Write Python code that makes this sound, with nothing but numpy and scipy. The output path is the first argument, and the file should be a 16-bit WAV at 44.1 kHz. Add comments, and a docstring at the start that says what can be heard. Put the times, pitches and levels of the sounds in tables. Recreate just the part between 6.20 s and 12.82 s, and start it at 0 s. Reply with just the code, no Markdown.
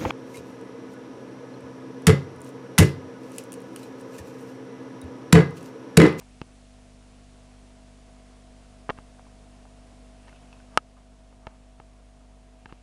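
"""An aquarium pump hums on 50 Hz mains while bubbling water fizzes faintly over an even hiss.
Fingers rub on a handheld camera, which scuffs and knocks against the glass. As it creeps closer
the water and the buzzing tank walls grow louder; more knocks follow, then its casing ticks.
At 4.6 s the hardest knock overloads the microphone. The deepest hum holds steady while
everything else is turned down for good, and a few lighter knocks end the scene."""
import sys
import numpy as np
from scipy import signal
from scipy.fft import rfft, irfft, next_fast_len
from scipy.io import wavfile

SR = 44100
rng = np.random.default_rng(int(sys.argv[2]) if len(sys.argv) > 2 else 0)


def dump(signal):
    """Clip the signal to [-1, 1] and save it as 16-bit WAV at the path in sys.argv[1]."""
    limited = np.clip(np.atleast_2d(signal).T, -1, 1)
    pcm = np.round(limited * 32767).astype(np.int16)
    wavfile.write(sys.argv[1], SR, pcm)


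N = 292112
TIME = np.arange(N) / SR
CLICK = signal.unit_impulse(2048)


def from_db(db):
    """Turn decibels into a volume factor."""
    return 10 ** (np.asarray(db) / 20)


def drift(hz, step=40):
    """A smooth random wobble, about 1 in size; more hz makes it quicker."""
    r = np.exp(-2 * np.pi * hz * step / SR)
    slow = signal.lfilter([1], [1, -2 * r, r * r], rng.standard_normal(N // step + 2002))[2000:]
    return np.interp(np.arange(N) / step, np.arange(len(slow)), slow / slow.std())


def noise(spectrum):
    """Steady noise with the given power per Hz."""
    hz, level_db = np.transpose(spectrum)
    size = next_fast_len(N)
    bins = np.maximum(np.arange(size // 2 + 1) * SR / size, 1)
    colour = from_db(np.interp(np.log(bins), np.log(hz), level_db))
    return irfft(rfft(rng.standard_normal(size)) * colour, size)[:N] * np.sqrt(SR / 2)


def resonate(x, hz, width_hz):
    """Ring at one pitch; the narrower the width, the longer the ring."""
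    r = np.exp(-np.pi * width_hz / SR)
    feedback = [1, -2 * r * np.cos(2 * np.pi * hz / SR), r * r]
    return signal.lfilter(np.array([1, 0, -1]) * (1 - r * r) / 2, feedback, x + 1e-18)


def soften(x, hz):
    """A softer touch spreads out in time and loses its treble above hz, its 'hardness'."""
    return signal.sosfilt(signal.bessel(4, min(hz, SR / 3), fs=SR, norm="mag", output="sos"), x + 1e-18)


def add(track, s, sound):
    """Lay a short sound into a track at s seconds."""
    start = max(round(s * SR), 0)
    track[start:start + len(sound)] += sound[:max(N - start, 0)]


def mains_tones(tones, waver_db, mains_hz=50):
    """Shaking in step with the mains; each tone wavers with the load of the water."""
    phase = 2 * np.pi * mains_hz * TIME
    return np.sqrt(2) * sum(
        from_db(db + waver_db * drift(7.2)) * np.sin(multiple * phase + rng.uniform(0, 2 * np.pi))
        for multiple, db in tones)


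# the pump's higher tones: multiple of the mains, level/dB
PUMP_TONES = [(2, -61.5), (3, -65.5), (4, -63.5), (5, -57.5), (6, -76.5), (8, -77), (9, -72), (10, -72.5),
              (12, -76)]

def pump_hum(near_db, swell_start_s=4.55, swell_s=.4, swell_db=3):
    """The hum fills the room; its deepest tone swells as the gain drops, so it seems to hold steady."""
    overtones = from_db(0.22 * near_db) * mains_tones(PUMP_TONES, waver_db=.5)
    swell = np.clip((TIME - swell_start_s) / swell_s, 0, 1)
    deep = mains_tones([(1, -51.494)], waver_db=0.54)
    return overtones + from_db(.55 * near_db + swell_db * swell) * deep


# tones of the tank walls: multiple of the mains, level/dB
WALL_TONES = [(13, -63), (14, -68.5), (15, -69.5)]

def wall_buzz(near_db):
    """The pump shakes the tank walls, which is heard best close to the glass."""
    return from_db(1.2 * near_db) * mains_tones(WALL_TONES, waver_db=1.3)


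def bubbles(per_s, level_db, sharpness, sizes=14):
    """Air bubbles burst at random, each ringing briefly at a pitch set by its size."""
    bursts = rng.random(N) < per_s / SR
    pops = bursts * from_db(2.2 * np.minimum(rng.exponential(1, N), 3)) * rng.choice([-1, 1], N)
    size = rng.integers(0, sizes, N)
    pitches_hz = np.geomspace(420, 1500, sizes)
    fizz = sum(resonate(pops * (size == k), hz, hz / sharpness) / hz for k, hz in enumerate(pitches_hz))
    return from_db(level_db) * fizz / fizz.std()


# water noise through the glass: f/Hz, level/dB (per Hz)
WATER_NOISE = [(25, -93.5), (80, -89), (125, -84), (170, -90.5), (260, -87), (340, -91), (470, -97.5),
               (570, -92), (660, -88.5), (780, -95.5), (950, -93), (1400, -102), (2800, -107), (6000, -125)]

def water(near_db):
    """Water full of air rushes and fizzes behind the glass."""
    rush = noise(WATER_NOISE) * from_db(drift(11))
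    return from_db(near_db) * (rush + bubbles(per_s=150, level_db=-67.5, sharpness=18))


# background hiss: f/Hz, level/dB (per Hz)
HISS_NOISE = [(25, -85), (130, -91.5), (300, -94), (600, -99), (1500, -100.5), (2700, -100.5),
              (4000, -102.5), (7000, -104), (10000, -105.5), (11000, -120), (12000, -126)]

def hiss():
    """An even hiss lies behind everything."""
    return noise(HISS_NOISE)


# fingers shifting their grip: t/s, length/s, level/dB
FINGER_RUBS = [(0, 0.18, -76), (4.04, 0.34, -68.5), (6.46, .15, -69)]

def finger_rubs(hz=2650, width_hz=400, uneven_db=2.0, fade_db_per_s=89):
    """Skin rubs unevenly on the camera's shell; each bright rub swells, holds and fades."""
    rub = resonate(rng.standard_normal(N), hz, width_hz)
    pressure = sum(from_db(db - fade_db_per_s * np.abs(TIME - np.clip(TIME, s, s + length)))
                   for s, length, db in FINGER_RUBS)
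    return rub / rub.std() * pressure * from_db(uneven_db * drift(30))


# pitches at which the camera's shell rings: f/Hz, width/Hz, level/dB
SHELL_RINGS = [(284, 88, -16), (441, 174, -12), (625, 196, -9), (880, 273, -2), (1180, 148, -6.5),
               (1550, 200, -13), (2100, 337, -13), (2703, 270, -9), (4030, 300, -16.5), (4570, 410, -16.5),
               (5310, 840, -14.5), (6810, 360, -20.5), (10120, 3100, -17.5)]

def camera_shell(force):
    """A push on the shell makes it ring briefly at many pitches at once."""
    return sum(from_db(db) * resonate(force, hz, width_hz) for hz, width_hz, db in SHELL_RINGS)


# the camera's edge sliding on the glass: t/s, length/s, level/dB, hardness/Hz
GLASS_SCUFFS = [(.005, 0.026, -37, 1900), (2.6932, 0.015, -12, 2150), (2.77, 0.014, -33.5, 2380),
                (4.064, 0.033, -39, 3200), (4.514, 0.058, -38, 1406), (4.762, 0.031, -37.5, 1830),
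                (5.204, 0.17, -41, 1710), (6.484, 0.033, -34.5, 2400)]

def scuffs(slips_per_s=8300):
    """Each scuff is a rush of tiny slips that shake the shell."""
    force = np.zeros(N)
    for s, length, level_db, hard_hz in GLASS_SCUFFS:
        span = int(length * SR)
        slips = rng.standard_normal(N) * (rng.random(N) < slips_per_s / SR) * np.sqrt(SR / slips_per_s)
        slide = slips[:span] * signal.windows.tukey(span, .5)
        add(force, s, from_db(level_db) * soften(slide, hard_hz))
    return camera_shell(force)


def reflections(x, level_db, fade_s, dull_hz, size=4096):
    """Glass, hood and stand close by throw back a brief, dull echo."""
    t = TIME[:size]
    tail = soften(rng.standard_normal(size), dull_hz) * from_db(-60 * t / fade_s) * (t > .002)
    tail *= np.sqrt(2 * dull_hz / SR / np.sum(tail ** 2))
    return x + from_db(level_db) * signal.fftconvolve(x, tail)[:N]


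# the camera bumping the tank:
# t/s, level/dB, hardness/Hz, thump level/dB, glass ring f/Hz, ring level/dB, loss per bounce/dB
GLASS_KNOCKS = [(0.2159, 4, 3000, 13, 2600, -8, 17), (2.6925, 17, 1230, 6.5, 460, -8, 24),
                (2.6985, 7.5, 2400, 15, 1900, 7.5, 8), (2.7043, 11, 2130, 2, 1086, 3, 11),
                (2.7871, -3, 1800, 1, 1060, -4, 8), (4.5747, 29.5, 6830, 8, 1274, 1.5, 51),
                (5.2694, 4, 3000, 12.5, 646, 10, 3.5), (5.6003, -2.5, 2100, 5, 770, 2, 5),
                (6.4582, 1.5, 2620, 6, 1580, 2.5, 7), (6.5251, -1, 2520, 9.5, 1070, 0, 22)]

def knocks(bounce_s=.0022, bounce_hardness=0.68, thump_hz=328):
    """The camera lands and bounces twice, softer each time; shell and glass ring, the stand thumps."""
    force, jolt, glass = np.zeros((3, N))
    for s, level_db, hard_hz, thump_db, ring_hz, ring_db, loss_db in GLASS_KNOCKS:
        for bounce in range(3):
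            at = s + bounce * bounce_s
            touch = from_db(-bounce * loss_db) * CLICK
            blow = from_db(level_db) * soften(touch, hard_hz * bounce_hardness ** bounce)
            add(force, at, blow)
            add(glass, at, from_db(ring_db) * resonate(blow, ring_hz, width_hz=93))
            add(jolt, at, from_db(thump_db) * soften(touch, thump_hz))
    thump = signal.sosfilt(signal.butter(1, 90, "high", fs=SR, output="sos"), jolt + 1e-18)
    stand = from_db(-6.5) * resonate(jolt, hz=150, width_hz=87)
    return camera_shell(force) + glass + thump + stand


# small ticks of the camera's casing: t/s, level/dB, ring f/Hz
CASING_TICKS = [(2.9948, -10, 750), (3.0679, -17, 1000), (3.4534, -13, 785), (4.0820, -13.5, 1800),
                (4.0948, -16, 2100), (4.1280, -14, 1440), (4.3287, -12, 2570), (4.4020, -15.5, 1500),
                (5.127, -12, 554)]

def casing_ticks(ring_db=6):
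    """The casing ticks under the fingers; the higher the ring, the harder the tick."""
    force, rings = np.zeros((2, N))
    for s, level_db, ring_hz in CASING_TICKS:
        tick = from_db(level_db) * soften(CLICK, 1.85 * ring_hz)
        add(force, s, tick)
        add(rings, s, from_db(ring_db) * resonate(tick, ring_hz, width_hz=66))
    return camera_shell(force) + rings


def scene(far_db=-5.5, close_db=1.16, approach_s=2.13):
    """The tank grows louder as the camera closes in, slowing as it nears the glass."""
    near_db = close_db + (far_db - close_db) * np.exp(-TIME / approach_s)
    tank = water(near_db) + wall_buzz(near_db) + pump_hum(near_db)
    camera = reflections(scuffs() + knocks() + casing_ticks(), level_db=-20.5, fade_s=0.03, dull_hz=3000)
    return (tank + camera + hiss() + finger_rubs())[None]


def gain_control(x, threshold_db=-12.5, most_db=4.5, sink_db_per_s=0.2, react_s=0.0031):
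    """A loud peak quickly turns the volume down for good; it also sinks slowly all along."""
    over_db = np.clip(20 * np.log10(np.abs(x) + 1e-9) - threshold_db, 0, most_db)
    sink_db = sink_db_per_s * TIME
    cut_db = np.maximum.accumulate(over_db - sink_db, axis=-1) + sink_db
    r = np.exp(-1 / (react_s * SR))
    return x * from_db(-signal.lfilter([1 - r], [1, -r], cut_db))


def record(dry, ceiling=.8, cutoff_hz=12800):
    """The gain dips, peaks that are still too loud are flattened, and the highest treble is cut."""
    clipped = np.clip(gain_control(dry), -ceiling, ceiling)
    return signal.sosfilt(signal.cheby2(20, 90, cutoff_hz, fs=SR, output="sos"), clipped)


dry = scene()
out = record(dry)
dump(out)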